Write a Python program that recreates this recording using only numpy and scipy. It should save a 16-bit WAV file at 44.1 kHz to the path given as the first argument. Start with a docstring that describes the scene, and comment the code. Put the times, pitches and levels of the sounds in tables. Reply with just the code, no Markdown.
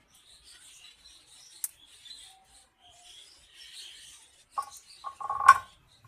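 """Hungry nestlings beg from a clay nest pot in a bare concrete room: thin, hoarse cheeps over bouts
of chatter, with a few pure peeps. Close by, a plastic syringe for their feed clicks, loudest at 1.6 s.
From 2.2 s a far bird holds one faint, low call. From 4.5 s the steel feed cup is tipped: its foot
grates on the floor, a spoon knocks in it and the syringe clicks again. The spoon clinks on bare steel
at 5.5 s, fingers choke the ring, and the begging thins out."""
import sys
import numpy as np
from scipy import signal
from scipy.fft import rfft, irfft, next_fast_len
from scipy.io import wavfile
from scipy.ndimage import uniform_filter1d

SR = 44100
rng = np.random.default_rng(int(sys.argv[2]) if len(sys.argv) > 2 else 0)


def store_wav(level_fs):
    """Save 16-bit WAV to argv[1]."""
    pcm = np.round(np.clip(np.atleast_2d(level_fs), -1, 1) * 32767)
    wavfile.write(sys.argv[1], SR, pcm.T.astype(np.int16))


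N = 267995
TIME = np.arange(N) / SR
ROOM_T60_S, CUP_MOVES_S = 0.28, 4.5


def from_db(db):
    return 10 ** (np.asarray(db) / 20)


def rms_one(x):
    return x / np.sqrt(np.mean(x ** 2) + 1e-20)


def in_time(rows):
    """The columns of a curve, at every sample."""
    times_s, *columns = np.transpose(rows)
    return [np.interp(TIME, times_s, column) for column in columns]


def at_hz(points, hz):
    """A spectrum read on a log-frequency axis."""
    known_hz, values = np.transpose(points)
    return np.interp(np.log(hz + 1), np.log(known_hz), values)


def decay(start_s, t60_s):
    """Gain of 1 until start_s, then an exponential fall."""
    return from_db(-60 * np.maximum(TIME - start_s, 0) / t60_s)


def swell(start_s, end_s, rise_s, t60_s):
    """Envelope: rise around start_s, hold until end_s, decay."""
    return (1 + np.tanh((TIME - start_s) / rise_s)) / 2 * decay(end_s, t60_s)


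def drift(rate_hz, size=N):
    """Smooth random motion of rms 1."""
    pole = np.exp(-2 * np.pi * rate_hz / SR)
    white = rng.standard_normal(size + SR // 10)
    return rms_one(signal.lfilter([1], [1, -2 * pole, pole * pole], white)[-size:])


# left-right likeness: (frequency [Hz], correlation [0-1])
STEREO_LIKENESS = [(2500, 1), (4500, 1), (6500, 0.99), (9000, 0.72), (14000, 0.9)]


def noise(spectrum):
    """Coloured stereo noise of rms 1, wider in the treble."""
    size = next_fast_len(N)
    hz = np.fft.rfftfreq(size, 1 / SR)
    mid, side = rfft(rng.standard_normal((2, size))) * from_db(at_hz(spectrum, hz))
    alike = np.clip(at_hz(STEREO_LIKENESS, hz), 0, 1)
    stereo = np.sqrt(1 + alike) * mid + np.sqrt(1 - alike) * np.array([side, -side])
    return rms_one(irfft(stereo, size)[:, :N])


def patchy_noise(spectrum, depth_db, window):
    """Noise of rms 1 whose narrow bands swell and fade on their own."""
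    bands = signal.stft(noise(spectrum), nperseg=window)[2]
    patches = uniform_filter1d(rng.standard_normal(bands.shape[1:]), size=3, axis=0)
    patches = rms_one(uniform_filter1d(patches, size=4, axis=1))
    return rms_one(signal.istft(bands * from_db(depth_db * patches), nperseg=window)[1][:, :N])


def room(x, wet_db):
    """Direct sound plus a dense, dying wash of wall reflections."""
    envelope = decay(0, ROOM_T60_S) * (TIME > .004)
    tail = (noise([(100, 0), (14000, 0.019)]) * envelope)[:, :SR]
    tail /= np.sqrt(np.sum(tail ** 2) / 2)
    return x + from_db(wet_db) * signal.fftconvolve(tail, x[None], axes=1)[:, :N]


# still room: (frequency [Hz], relative density [dB])
AIR_SPECTRUM = [(25, -13), (45, -2.5), (62, 3.5), (90, -8.5), (130, -9.5), (200, -17), (300, -11),
                (420, -16), (1000, -13.5), (2500, -18.5), (5000, -34), (14000, -40)]


def room_air(level_db=-68):
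    """The faint, low hush of the room."""
    return from_db(level_db + drift(12)) * patchy_noise(AIR_SPECTRUM, depth_db=5, window=2048)


# the brood's merged voices: (frequency [Hz], relative density [dB])
CHATTER_SPECTRUM = [(600, -32.5), (1000, -31.5), (1400, -11.5), (1900, 1), (2250, -1), (3000, 4.5),
                    (4000, 3), (4700, -5.5), (6000, -19.5)]
WHEEZE_SPECTRUM = [(3500, -19), (5000, -3.5), (7000, -2), (8800, 2.5), (9900, 0.5), (11000, -13),
                   (14000, -25)]
# begging bouts: (start [s], end [s], relative chatter level [dB], relative wheeze level [dB])
BEGGING_BOUTS = [(0, 0.015, -57, -66), (0.131, .37, -60.5, -72), (0.444, 1.216, -52.5, -61.5),
                 (1.271, 1.751, -56, -57.5), (1.88, 2.327, -52, -60.5), (2.448, 2.63, -59.5, -63.5),
                 (2.922, 3.491, -55, -57.5), (3.539, 4.164, -48, -59.5), (4.169, 4.418, -56.5, -57),
                 (4.551, 5.126, -55, -61), (5.121, 5.364, -62, -60), (5.58, 5.736, -54, -63.5),
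                 (5.897, 5.983, -70.5, -64)]


def brood(chatter_gain_db=-9, wheeze_gain_db=-4.5, rise_s=.03, surge_db=2.5):
    """Overlapping calls, blurred by the room, merge into a hoarse chatter with a wheeze on top."""
    chatter_level, wheeze_level = np.zeros((2, N))
    for start_s, end_s, chatter_db, wheeze_db in BEGGING_BOUTS:
        chatter_bout = from_db(chatter_db + chatter_gain_db) * swell(start_s, end_s, rise_s, t60_s=.22)
        wheeze_bout = from_db(wheeze_db + wheeze_gain_db) * swell(start_s, end_s, rise_s, t60_s=.15)
        chatter_level = np.maximum(chatter_level, chatter_bout)
        wheeze_level = np.maximum(wheeze_level, wheeze_bout)
    chatter = chatter_level * patchy_noise(CHATTER_SPECTRUM, depth_db=5.5, window=1280)
    wheeze = wheeze_level * patchy_noise(WHEEZE_SPECTRUM, depth_db=5.5, window=768)
    return (chatter + wheeze) * from_db(surge_db * drift(10))


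def weak_cheeps(per_s=5, re_chatter_db=-11.5, length_s=.13, low_hz=2595, high_hz=4200):
    """Rows like CLEAR_CHEEPS, scattered over the bouts at random pitches."""
    rows = []
    for start_s, end_s, chatter_db, _ in BEGGING_BOUTS:
        for slot, (offset, height, hoarse) in enumerate(rng.random(size=(8, 3))):
            middle_s = start_s + (slot + offset) / per_s
            hz = low_hz * (high_hz / low_hz) ** height
            if middle_s < end_s:
                rows.append((middle_s, length_s, hz, chatter_db + re_chatter_db, hoarse / 2))
    return rows


# breathy hiss of the cheeps, brightest near 9 kHz: (frequency [Hz], relative density [dB])
CHEEP_HISS_SPECTRUM = [(4500, -44), (6000, -17), (7300, -3), (8300, 5.5), (9200, 7.5), (10000, -5.5),
                       (11000, -10.5), (14000, -16)]
# clearest cheeps: (time [s], length [s], pitch [Hz], relative level [dB], hoarseness [0 pure, 1 full])
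CLEAR_CHEEPS = [(0.138, 0.078, 5780, -66, .1), (0.186, .1, 3270, -62.5, 0.78),
                (0.33, .12, 3896, -55.5, 0.64), (.5, 0.075, 4760, -54, 0.75), (.584, .1, 1474, -62.5, 0),
                (0.661, 0.13, 3710, -60.5, 1.2), (0.762, 0.073, 6460, -56, 0.72),
                (0.843, 0.15, 2853, -59, 0.19), (1.103, 0.084, 5710, -61.5, 0),
                (1.13, 0.15, 3680, -60, 0.71), (1.363, 0.15, 3986, -59.5, 0.83),
                (1.447, .1, 5500, -54, 0.27), (1.561, 0.092, 3960, -57, 0.87), (1.83, .12, 3315, -58, 0.01),
                (1.939, 0.13, 3890, -62, 0.85), (2.216, 0.19, 3630, -54.5, .75),
                (2.576, 0.11, 3980, -64, 0.98), (2.875, 0.13, 3115, -58.5, 0.17),
                (2.955, 0.068, 6900, -62.5, 0.57), (3.088, 0.11, 3060, -56.5, 0.49),
                (3.105, .13, 5600, -60, 0.61), (3.177, .11, 3350, -52, 0), (3.313, 0.11, 5090, -57, 0.24),
                (3.617, 0.073, 5340, -58, 0.64), (3.625, .25, 1867, -65, 0),
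                (3.649, 0.24, 3080, -52.5, 0.3), (3.793, 0.096, 4080, -48.5, 0.7),
                (3.823, .09, 6380, -57.5, 0.36), (3.869, 0.14, 3120, -48.5, 0.26),
                (3.987, 0.095, 4060, -55, .7), (3.994, .16, 1823, -64.5, 0), (4.071, 0.15, 3087, -55.5, .6),
                (4.11, 0.17, 6270, -56.5, 0.85), (4.556, 0.074, 4700, -62.5, 0.95),
                (4.618, .057, 5380, -52, 0.64), (4.736, 0.072, 4100, -57, 0.16),
                (4.753, 0.068, 6310, -50.5, 0.74), (4.925, 0.091, 4360, -52.5, 0.61),
                (5.012, 0.087, 3950, -58, 0.17), (5.172, .06, 2700, -64.5, .2),
                (5.688, 0.13, 3280, -60, 0.38), (5.941, 0.08, 3890, -61, 0.35)]


def cheeps(flutter_hz=170, rise_octaves=.04, shake_db=3.5, octave_db=-21, tone_db=-1.5, lead_s=.008):
    """Fluttering whistles with a weak octave and breathy hiss; hoarseness raises flutter and hiss."""
    tones, hiss_power = np.zeros((2, N))
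    for time_s, length_s, hz, level_db, hoarse in CLEAR_CHEEPS + weak_cheeps():
        from_peak_s = TIME - time_s + lead_s
        on = np.abs(from_peak_s) < length_s
        along = from_peak_s[on] / length_s
        opening = np.exp(-np.abs(2 * along) ** 1.9)
        flutter = np.interp(hoarse, [0, 1], [.035, .08]) * drift(flutter_hz, size=SR)[:len(along)]
        pitch_hz = hz * (2 ** (rise_octaves * along) + flutter)
        phase = 2 * np.pi * np.cumsum(pitch_hz) / SR
        whistle = np.sin(phase) + from_db(octave_db) * np.sin(2 * phase)
        shake = from_db(shake_db * drift(150, size=SR)[:len(along)])
        tones[on] += from_db(level_db + tone_db) * opening * rms_one(whistle * shake)
        hiss_db = np.interp(hoarse, [0, 1], [-24.5, 3.5])
        hiss_power[on] += (from_db(level_db + hiss_db) * opening) ** 2
    # the hiss lingers in the room as the tones do
    pole = from_db(-120 / (ROOM_T60_S * SR))
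    hiss_power += signal.lfilter([1 - pole], [1, -pole], hiss_power + 1e-18)
    tones = room(tones, wet_db=0)
    return tones + np.sqrt(hiss_power) * patchy_noise(CHEEP_HISS_SPECTRUM, depth_db=5, window=768)


# syringe barrel: (frequency [Hz], relative density [dB])
BARREL_SPECTRUM = [(300, -41.5), (600, -30), (1000, -17.5), (2000, -14.5), (3000, -27.5), (5500, -9.5),
                   (7500, -7), (8900, 7), (10000, 1), (12000, -5), (14000, -1.5)]
# plastic clicks: (time [s], relative peak [dB], t60 [s])
SYRINGE_CLICKS = [(0.148, -48, 0.14), (1.6403, -13.5, 0.057), (1.692, -38, 0.031), (2.302, -51, .12),
                  (2.447, -59, .15), (4.6253, -34, 0.061), (4.768, -33, 0.031), (5.485, -26, 0.05),
                  (5.512, -33.5, 0.046), (5.548, -35, .05)]


def syringe(gain_db=-5, room_db=-29, room_t60_s=0.38, low_cut_hz=750):
    """Snaps excite the plastic's many short modes; so small a part radiates no bass."""
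    power = np.zeros(N)
    for time_s, db, t60_s in SYRINGE_CLICKS:
        direct = from_db(db) * decay(time_s, t60_s)
        tail = from_db(db + room_db) * decay(time_s, room_t60_s)
        power += (TIME >= time_s) * (direct ** 2 + tail ** 2)
    snaps = from_db(gain_db) * np.sqrt(power) * noise(BARREL_SPECTRUM)
    return signal.sosfilt(signal.butter(4, low_cut_hz, "high", fs=SR, output="sos"), snaps)


# nestlings' short peeps: (start [s], pitch [Hz], relative level [dB])
PURE_PEEPS = [(.840, 3966, -43.5), (1.046, 3990, -47.5), (2.051, 3495, -42), (2.098, 4010, -39),
              (3.604, 5430, -48)]


def peeps(fall_20db_s=0.045, rise_s=0.0056, waver=0.019, octave_db=-16):
    """Clean whistles with a faint octave that start at once and die away."""
    whistles = np.zeros(N)
    age_s = TIME[:SR // 4]
    for start_s, hz, db in PURE_PEEPS:
        pitch_hz = hz * (1 + waver * drift(118, size=len(age_s)))
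        phase = 2 * np.pi * np.cumsum(pitch_hz) / SR
        tone = np.sin(phase) + from_db(octave_db) * np.sin(2 * phase)
        envelope = from_db(db - 20 * age_s / fall_20db_s) * (1 - np.exp(-age_s / rise_s))
        whistles[round(start_s * SR):][:len(age_s)] += envelope * tone
    return np.sqrt(2) * room(whistles, wet_db=-0.5)


# notes of the far call: (start [s], end [s], pitch [Hz], relative level [dB])
FAR_CALL = [(2.242, 2.382, 767, -60.5), (2.49, 2.588, 776, -65), (2.73, 2.795, 755, -69.5),
            (2.818, 3.055, 709, -65.5)]


def far_bird(waver=0.0208, gain_db=-6, rise_s=0.0072, t60_s=0.17):
    """Four held, slightly wavering notes, the last one lowest."""
    phase_per_hz = 2 * np.pi * np.cumsum(1 + waver * drift(53)) / SR
    notes = sum(np.sin(hz * phase_per_hz) * from_db(db + gain_db) * swell(start_s, end_s, rise_s, t60_s)
                for start_s, end_s, hz, db in FAR_CALL)
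    return room(np.sqrt(2) * notes, wet_db=4.5)


# cup on the floor: (frequency [Hz], relative density [dB])
RUMBLE_SPECTRUM = [(30, -16.5), (70, 4), (125, 2.5), (200, -8.5), (400, -26.5), (800, -32.5)]
# its rumble: (time [s], level [dB])
RUMBLE_CURVE = [(4.5, -94), (4.574, -75), (4.732, -64.5), (4.806, -81.5), (5.578, -47.5), (5.758, -76.5),
                (5.834, -64), (5.966, -70.5), (6.077, -55.5)]


def handling():
    """Low rumble as the hand shifts the cup on the floor."""
    level = (TIME > CUP_MOVES_S) * from_db(in_time(RUMBLE_CURVE)[0])
    return level * patchy_noise(RUMBLE_SPECTRUM, depth_db=6, window=4096)


def foot_grating(gain_db=-26, knock_cap_db=-14.5, lead_s=0.0074, rise_s=.006, t60_s=0.32):
    """Envelope of the cup's foot skidding and settling with each knock; hard skids are capped."""
    skids = [from_db(db) * swell(time_s - lead_s, time_s, rise_s, t60_s)
             for time_s, db, _, _ in CUP_KNOCKS]
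    return from_db(gain_db) * np.minimum(np.max(skids, axis=0), from_db(knock_cap_db))


# foot scraping the floor: (frequency [Hz], relative density [dB])
GRIT_SPECTRUM = [(300, -14.5), (450, -9.5), (750, 7), (1100, -3), (1450, -6.5), (2000, -11), (2500, -19.5),
                 (3500, -32), (6000, -39)]


def grit(grating, flicker_db=3.8):
    """Rough scrape of the skidding foot."""
    return grating * from_db(flicker_db * drift(120)) * noise(GRIT_SPECTRUM)


# knocks in the cup: (time [s], relative level [dB], contact cutoff [Hz], gain for base modes [dB])
CUP_KNOCKS = [(4.5754, -23.5, 1200, -2), (4.623, -43, 2500, 3), (4.667, -36.5, 1020, -3),
              (5.038, -39.5, 1190, -4), (5.0594, -28.5, 1255, -5), (5.203, -32.5, 1240, -0.5),
              (5.239, -28.5, 1250, 1.5), (5.2933, -25, 1230, 1.5), (5.317, -34, 1150, 6.5),
              (5.349, -27.5, 1290, -4), (5.3975, -24, 1250, -1.5), (5.435, -26, 1350, -4),
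              (5.461, -17.5, 1400, -7.5), (5.4841, -13.5, 9000, -16), (5.4867, -7.7, 1598, -17.5),
              (5.546, -35, 9000, -11.5), (5.555, -26, 2000, -7), (5.614, -45, 1710, -8),
              (6.043, -54.5, 2410, -12.5)]
# fingers closing on the wall: (time [s], ring gain [dB])
FINGER_GRIP = [(5.52, 3), (5.54, -14)]


def cup_mode(hz, mode_db, t60_s, grating, contact_cycles=7.9, rub_db=-18.5, rub_hz=1500, base_hz=1000):
    """One mode (hz per sample), knocked and rubbed; soft, feed-coated contacts reach only low modes."""
    knock_s, knock_db, cutoff_hz, base_db = np.transpose(CUP_KNOCKS)
    first = round(CUP_MOVES_S * SR)
    hz = hz[first:]
    hits = np.round(knock_s * SR).astype(int) - first
    grip = from_db(in_time(FINGER_GRIP)[0][first:])
    rotation = np.exp(2j * np.pi * np.cumsum(hz) / SR) * grip
    # grating: a stream of tiny random pushes
    pushes = rng.standard_normal(len(hz)) * grating[first:] * from_db(rub_db)
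    force = pushes / np.sqrt(1 + (hz / rub_hz) ** 4)
    # rocking on the floor rings the base; a blow high on the wall hardly does
    strength = from_db(knock_db + base_db * (hz[hits] < base_hz))
    force[hits] += strength / np.sqrt(1 + (hz[hits] / cutoff_hz) ** 36)
    swing = signal.lfilter([1], [1, -from_db(-60 / (t60_s * SR))], force / rotation)
    # a contact lasts a few cycles, so the swing builds without a click
    contact = np.hanning(int(contact_cycles * SR / hz[0]) + 3)
    swing = signal.oaconvolve(swing, contact / contact.sum())[:len(hz)]
    return np.pad(from_db(mode_db) * np.imag(swing * rotation), (first, 0))


# the rim's two strongest modes: (time [s], lower [Hz], upper [Hz])
RIM_GLIDE = [(4.6, 1104, 1163), (5.08, 1094, 1163), (5.25, 1092, 1148), (5.42, 1104, 1150),
             (5.49, 1069, 1109), (5.6, 1062, 1088)]
# their ring, lower then upper: (gain [dB], t60 [s])
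RIM_DECAYS = [(0.66, 0.15), (-1.5, 0.11)]
# the cup's other modes: (frequency [Hz], gain [dB], t60 [s])
WALL_MODES = [(451.5, -24.5, 0.077), (624, -18, .06), (687, -26.5, 0.047), (803.5, -7, 0.042),
              (823, -5.5, 0.1), (953, -23.5, 0.05), (1454, -10, 0.052), (1440, -9.5, 0.08),
              (1527, -15.5, 0.22), (1650, -26, 0.1), (1785, -28, 0.053), (1940, -21, 0.098),
              (2062, -23, 0.25), (2356, -17, 0.14), (2420, -24.5, 0.046), (2860, -28, .06),
              (3138, -26, 0.12), (3505, -38.5, 0.13), (4360, -39, 0.101), (5548, -24.5, .32),
              (6720, -36, 0.086), (7700, -20, 0.089), (9100, -28.5, 0.12)]


def cup(grating, gain_db=1.5):
    """Steel rings; the beating rim modes sink and close up as the cup tips and feed runs up its wall."""
    rim = sum(cup_mode(hz, db, t60_s, grating)
              for hz, (db, t60_s) in zip(in_time(RIM_GLIDE), RIM_DECAYS))
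    wall = sum(cup_mode(np.full(N, float(hz)), db, t60_s, grating) for hz, db, t60_s in WALL_MODES)
    return from_db(gain_db) * room(rim + wall, wet_db=-19)


# weak, close modes that only bare contacts reach: (frequency [Hz], relative density [dB])
CLINK_SPECTRUM = [(700, -26.5), (1400, 4), (2000, -0.5), (2500, -7.5), (3300, -13.5), (4500, -17.5),
                  (5600, -10), (6500, -18), (8000, -7.5), (11000, -21), (14000, -32.5)]
# spoon on bare steel: (time [s], level [dB])
SPOON_STRIKES = [(5.4845, -25.5), (5.55, -43)]


def spoon_clinks(t60_s=0.2):
    """Countless faint modes of the thin wall die together as a rough shimmer."""
    power = sum((TIME >= time_s) * (from_db(db) * decay(time_s, t60_s)) ** 2
                for time_s, db in SPOON_STRIKES)
    return np.sqrt(power) * patchy_noise(CLINK_SPECTRUM, depth_db=6, window=1024)


def scene():
    """Birds, syringe and cup over the quiet of the room."""
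    grating = foot_grating()
    return (room_air() + brood() + cheeps() + syringe() + peeps() + far_bird()
            + handling() + grit(grating) + cup(grating) + spoon_clinks())


def record(dry, cutoff_hz=14300):
    """Steep low-pass."""
    return signal.sosfilt(signal.ellip(10, .2, 70, cutoff_hz, fs=SR, output="sos"), dry)


dry = scene()
out = record(dry)
store_wav(out)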